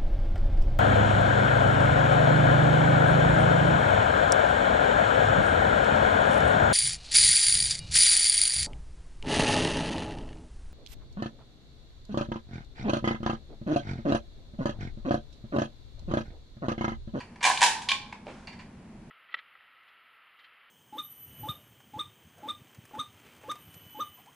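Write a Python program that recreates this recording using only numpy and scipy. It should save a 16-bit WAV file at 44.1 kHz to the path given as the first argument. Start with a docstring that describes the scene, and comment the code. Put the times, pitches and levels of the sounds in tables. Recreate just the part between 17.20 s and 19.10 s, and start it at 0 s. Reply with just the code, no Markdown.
"""A plastic price-label gun is worked by hand in a small, hard-walled shop.
The trigger is squeezed and springs back, each time with a run of ringing clacks. A catch snaps,
then the gun is turned over with light ticks, a faint rub and a dull knock. Each hit is a short
burst of noise plus a few fading tones. The room rings briefly over a low ventilation hum."""
import sys
import numpy as np
from scipy import signal
from scipy.fft import rfft, irfft, next_fast_len
from scipy.io import wavfile
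from scipy.ndimage import uniform_filter1d

SR = 44100
rng = np.random.default_rng(int(sys.argv[2]) if len(sys.argv) > 2 else 0)


def put_to_file(sound):
    """Save the sound as 16-bit audio at rate SR, in the file named by the first command-line argument."""
    columns = np.atleast_2d(sound).T  # one column per channel
    safe = np.clip(columns, -1, 1)
    whole_steps = np.round(safe * 32767)
    wavfile.write(sys.argv[1], SR, whole_steps.astype(np.int16))


N = 83790

# Levels in the tables are relative. A fade_s is the time a tone or echo takes to drop by 60 dB.
# tone of the ventilation hum: pitch_hz, level_db
HUM_COLOUR = [(13, -28.5), (22, -4.5), (49, -9), (144, -6.5), (172, -5.5), (200, -1), (238, -2),
              (268, -12.5), (370, -16.5), (450, -31.5), (620, -91)]
# how the hum dips and swells: time_s, level_db
HUM_SWELL = [(0.0, -48), (0.196, -51), (1.9, -46)]
# tone of the faint hiss of the air: pitch_hz, level_db
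AIR_COLOUR = [(400, -1.5), (950, -4), (1300, -10), (2400, -12.5), (3500, -21.5), (11000, -31.5)]
# how much left and right differ, against what they share: pitch_hz, difference_db
STEREO_WIDTH = [(150, -31.5), (300, -12.5), (1000, -5.5), (2400, -5), (4300, 2), (10000, 5)]

# light ticks as the gun is handled: start_s, crack_db, ring_db, chatter_decay_s
TICK_HITS = [(.002, -2, -10.5, 0.012), (.158, -12.5, -28, 0.006), (.208, 1, -12.5, 0.015),
             (.9245, -1.5, -30, 0.0064), (1.2725, -4, -5, 0.016), (1.327, -7.5, -19, 0.011),
             (1.391, -6.5, -15.5, 0.02)]
# tone of a tick's crack: pitch_hz, level_db
TICK_CRACK = [(100, -57), (600, -2), (980, 13.5), (1250, -4.5), (1700, 7), (2500, 5), (3600, -6),
              (5000, -10.5), (7000, -15), (11000, -30.5)]
# small parts that ring with a tick: pitch_hz, level_db, fade_s
SMALL_PART_TONES = [(2355, -0.5, 0.096), (2760, -4, 0.1), (4340, -4, 0.031), (4550, 2, 0.038)]
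# the room's lingering echo: pitch_hz, level_db, fade_s
ROOM_TAIL = [(150, 16, 0.52), (504, -2.5, 0.6), (990, -2, 0.72), (2460, -1.5, 0.4), (4500, -2, 0.5),
             (9000, 1, 0.32)]

# trigger clacks, squeeze then return: start_s, crack_db, ring_db, chatter_decay_s
CLACK_HITS = [(0.227, -4.5, -24.5, 0.013), (.239, -4.5, -14, 0.006), (.250, 0.5, 5, 0.01),
              (.258, -1, -3, 0.012), (.266, -10, 4, 0.009), (0.2746, -8, 3, 0.0059), (0.2826, -3, 1, 0.021),
              (.301, -6, 3.5, 0.075), (.313, -13, -1, 0.0081), (0.4073, -6, -18, 0.0052),
              (0.4164, 2, -0.5, 0.0036), (.4215, -4.5, 1.5, 0.0038), (0.4267, 4, 0.5, 0.0039),
              (.435, 4, -3, 0.0053), (0.444, -2.5, -3, 0.0086), (0.4604, -0.5, -7, 0.011),
              (.474, -5, -3.5, 0.041), (.615, -18, -44, 0.014)]
# tone of a clack's crack: pitch_hz, level_db
CLACK_CRACK = [(100, -41), (300, -10.5), (680, -8.5), (950, 14), (1150, -11), (1380, -5), (1620, 6),
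               (1950, 1.5), (2350, 3.5), (4200, 0), (5200, -4), (7000, -3), (11000, -12.5)]
# ringing pitches heard with the trigger clacks: pitch_hz, squeeze_db, return_db, fade_s
CLACK_RING_TONES = [(767, -12.5, -46, 0.09), (809.3, -3.5, -0.5, 0.064), (870, -18, -7, 0.098),
                    (876, -11.5, -2.5, 0.042), (973, -1.5, -2, 0.074), (1033.6, -4.5, -7.5, 0.14),
                    (1568, -8.5, -8, 0.035), (1663, -2, -7.5, 0.042), (1774, -17, -14, 0.17)]

# the catch is moved, then snaps free: start_s, crack_db, ring_db, chatter_decay_s
SNAP_HITS = [(.229, -23, -4, 0.0034), (.2415, -26, 6, 0.0046), (.2505, -25, 8, .003),
             (.3735, -1.5, -6.5, 0.0044), (.6868, 5.5, -10, 0.0055), (.690, -3, -27, .0015),
             (.695, -1, -2, 0.009), (.7065, -1, -16, 0.0033), (.716, 4, 5, 0.005)]
# tone of a snap's crack: pitch_hz, level_db
SNAP_CRACK = [(150, -38), (680, -23.5), (1040, -2.5), (1350, -19), (1700, 1.5), (1950, -12), (2400, -1),
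              (3400, 5.5), (4500, -5), (6500, -12), (11000, -24.5)]
# ringing of the catch: pitch_hz, level_db, fade_s
CATCH_TONES = [(835, -22.5, 0.59), (1084, -9.5, 0.076), (2368, -2.5, 0.046), (3014, -11.5, 0.033),
               (3420, -20.5, 0.046), (6430, -24.5, .04)]

# loudness of the sliding fingers: time_s, level_db
RUB_LEVEL = [(1.06, -61), (1.10, -55), (1.152, -58), (1.251, -62), (1.6, -100)]
# tone of the rub: pitch_hz, level_db
RUB_HISS = [(300, 5), (1500, 7), (3500, -2.5), (7500, -10), (11000, -21)]
# knocks of the hand on the case: start_s, thud_db, ring_db, chatter_decay_s
KNOCK_HITS = [(1.068, 1, -2, 0.0017), (1.078, 5, -0.5, 0.02)]
# tone of a knock's thud: pitch_hz, level_db
KNOCK_THUD = [(80, -2.5), (280, 4.5), (850, -0.5), (1500, -11), (2400, -3.5), (3300, -13.5), (4500, -24),
              (11000, -56)]
# ringing of the gripped case: pitch_hz, level_db, fade_s
CASE_TONES = [(357, -3.5, 0.11), (572.5, 1, 0.06), (755, -2, 0.036)]


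def from_db(db):
    """Turn decibels into a number to multiply a sound by."""
    return 10 ** (np.asarray(db) / 20)


def rms_one(x):
    """Scale a sound so that its average strength (rms) is 1."""
    return x / np.sqrt(np.mean(x ** 2) + 1e-20)


def at_hz(points, hz):
    """Read between the rows of a table, giving each octave equal room."""
    pitches, values = np.transpose(points)
    return np.interp(np.log(np.maximum(hz, 1)), np.log(pitches), values)


def coloured(x, colour):
    """Make each pitch louder or softer as the colour table says."""
    size = 2 * next_fast_len(N)
    gains = from_db(at_hz(colour, np.fft.rfftfreq(size, 1 / SR)))
    # a minimum-phase filter: nothing sounds before the hit that causes it
    cepstrum = irfft(np.log(gains))
    cepstrum[1:size // 2] *= 2
    cepstrum[size // 2 + 1:] = 0
    return irfft(rfft(x, size) * np.exp(rfft(cepstrum)))[..., :N]


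def wide_noise():
    """Stereo noise: left and right are alike in the bass and differ in the treble."""
    shared, difference = rng.standard_normal((2, N))
    return shared + from_db(-2) * coloured(difference, STEREO_WIDTH) * np.array([[1], [-1]])


def plastic_hits(hits, colour, tones, crack_db, ring_db):
    """Each hit makes the plastic chatter briefly and starts a set of ringing tones."""
    t = np.arange(N) / SR
    rise_share = 0.274  # the chatter's rise time as a share of its decay time
    cracks, blows, ring = np.zeros((3, N))
    for start_s, hit_db, blow_db, decay_s in hits:
        start = int(start_s * SR)
        age = np.minimum(t / decay_s, 50)
        shape = np.exp(-age) * (1 - np.exp(-age / rise_share))
        chatter = rms_one(rng.standard_normal(N) * shape) / np.sqrt(N)
        cracks[start:] += from_db(hit_db) * chatter[:N - start]
        blows[start] += from_db(blow_db)
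    for hz, level_db, fade_s in tones:
        ring += from_db(level_db - 60 * np.minimum(t / fade_s, 10)) * np.sin(2 * np.pi * hz * t)
    # the ring keeps little sound below its lowest tone
    lowest_hz = tones[0][0]
    ring = signal.sosfilt(signal.butter(4, .9 * lowest_hz, "high", fs=SR, output="sos"), ring)
    ringing = signal.fftconvolve(blows, ring)[:N]
    return from_db(crack_db) * coloured(cracks, colour) + from_db(ring_db) * ringing


def ventilation():
    """A low hum that dips, then swells a little, with a faint steady hiss of air."""
    level_db = np.interp(np.arange(N) / SR, *np.transpose(HUM_SWELL)) - 2
    hum = from_db(level_db) * rms_one(coloured(wide_noise(), HUM_COLOUR))
    hiss = from_db(-56) * rms_one(coloured(wide_noise(), AIR_COLOUR))
    return hum + hiss


def handling_ticks():
    """Loose small parts tick and ring as the gun is handled."""
    return plastic_hits(TICK_HITS, TICK_CRACK, SMALL_PART_TONES, crack_db=-9, ring_db=-36.5)


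def evened(response, band_hz):
    """Even out a room's tone so that it favours no range of pitches wider than band_hz."""
    hz = np.fft.rfftfreq(N, 1 / SR)
    power = np.abs(rfft(response.mean(0))) ** 2
    smooth = uniform_filter1d(power, size=int(band_hz / hz[1]))
    excess_db = 10 * np.log10(smooth / smooth.mean())
    return coloured(response, np.c_[hz, -excess_db][1:])


def shop_echo(sound):
    """Add early echoes off the glass counter and wall, then a tail that dies sooner in the treble."""
    first_echo_s, early_decay_s, tail_build_s = 0.0055, 0.023, 0.015
    early_db, tail_db = -0.5, -6
    t = np.maximum(np.arange(N) / SR - first_echo_s, 0)
    early = wide_noise() * (t > 0) * np.exp(-t / early_decay_s)
    noise_spectrum, hz = rfft(wide_noise()), np.fft.rfftfreq(N, 1 / SR)
    pitches, levels_db, fades_s = np.transpose(ROOM_TAIL)
    tail = np.zeros((2, N))
    for band, level_db, fade_s in zip(np.eye(len(pitches)), levels_db, fades_s):
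        band_noise = irfft(noise_spectrum * at_hz(np.c_[pitches, band], hz), N)
        tail += band_noise * from_db(level_db - 60 * t / fade_s)
    tail *= 1 - np.exp(-t / tail_build_s)
    echoes = (from_db(early_db) * rms_one(early) + from_db(tail_db) * rms_one(tail)) / np.sqrt(N)
    direct = signal.unit_impulse(N)
    room = evened(direct + echoes, band_hz=42)
    return signal.fftconvolve(sound[None], room, axes=1)[:, :N]


def trigger():
    """The trigger clacks when squeezed and as it springs back; the return favours the lower tones."""
    return_s, crack_db, ring_db = 0.4, 8, -25.5
    squeeze_hits = [hit for hit in CLACK_HITS if hit[0] < return_s]
    return_hits = [hit for hit in CLACK_HITS if hit[0] >= return_s]
    squeeze_tones = [(hz, db, fade_s) for hz, db, _, fade_s in CLACK_RING_TONES]
    return_tones = [(hz, db, fade_s) for hz, _, db, fade_s in CLACK_RING_TONES]
    return (plastic_hits(squeeze_hits, CLACK_CRACK, squeeze_tones, crack_db, ring_db)
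            + plastic_hits(return_hits, CLACK_CRACK, return_tones, crack_db, ring_db))


def catch():
    """The catch rings as the trigger moves it, then snaps free."""
    return plastic_hits(SNAP_HITS, SNAP_CRACK, CATCH_TONES, crack_db=4, ring_db=-20.5)


def finger_rub():
    """Skin slides over plastic with a faint dry hiss as the gun is turned."""
    level_db = np.interp(np.arange(N) / SR, *np.transpose(RUB_LEVEL), left=-120)
    return from_db(level_db) * rms_one(coloured(rng.standard_normal(N), RUB_HISS))


def hand_knock():
    """The hand bumps the gripped case, which thuds and rings low."""
    return plastic_hits(KNOCK_HITS, KNOCK_THUD, CASE_TONES, crack_db=-8, ring_db=-37.5)


def scene():
    """The gun, slightly to the right, in the humming shop."""
    pan_db = 0.55
    gun = trigger() + catch() + handling_ticks() + hand_knock() + finger_rub()
    return shop_echo(gun) * from_db([[-pan_db], [pan_db]]) + ventilation()


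def record(dry):
    """Round off the loudest peaks and cut away the highest treble."""
    ceiling, cutoff_hz = 0.62, 11080
    rounded = dry / (1 + (dry / ceiling) ** 4) ** (1 / 4)
    return signal.sosfilt(signal.ellip(12, .2, 80, cutoff_hz, fs=SR, output="sos"), rounded)


dry = scene()
out = record(dry)
put_to_file(out)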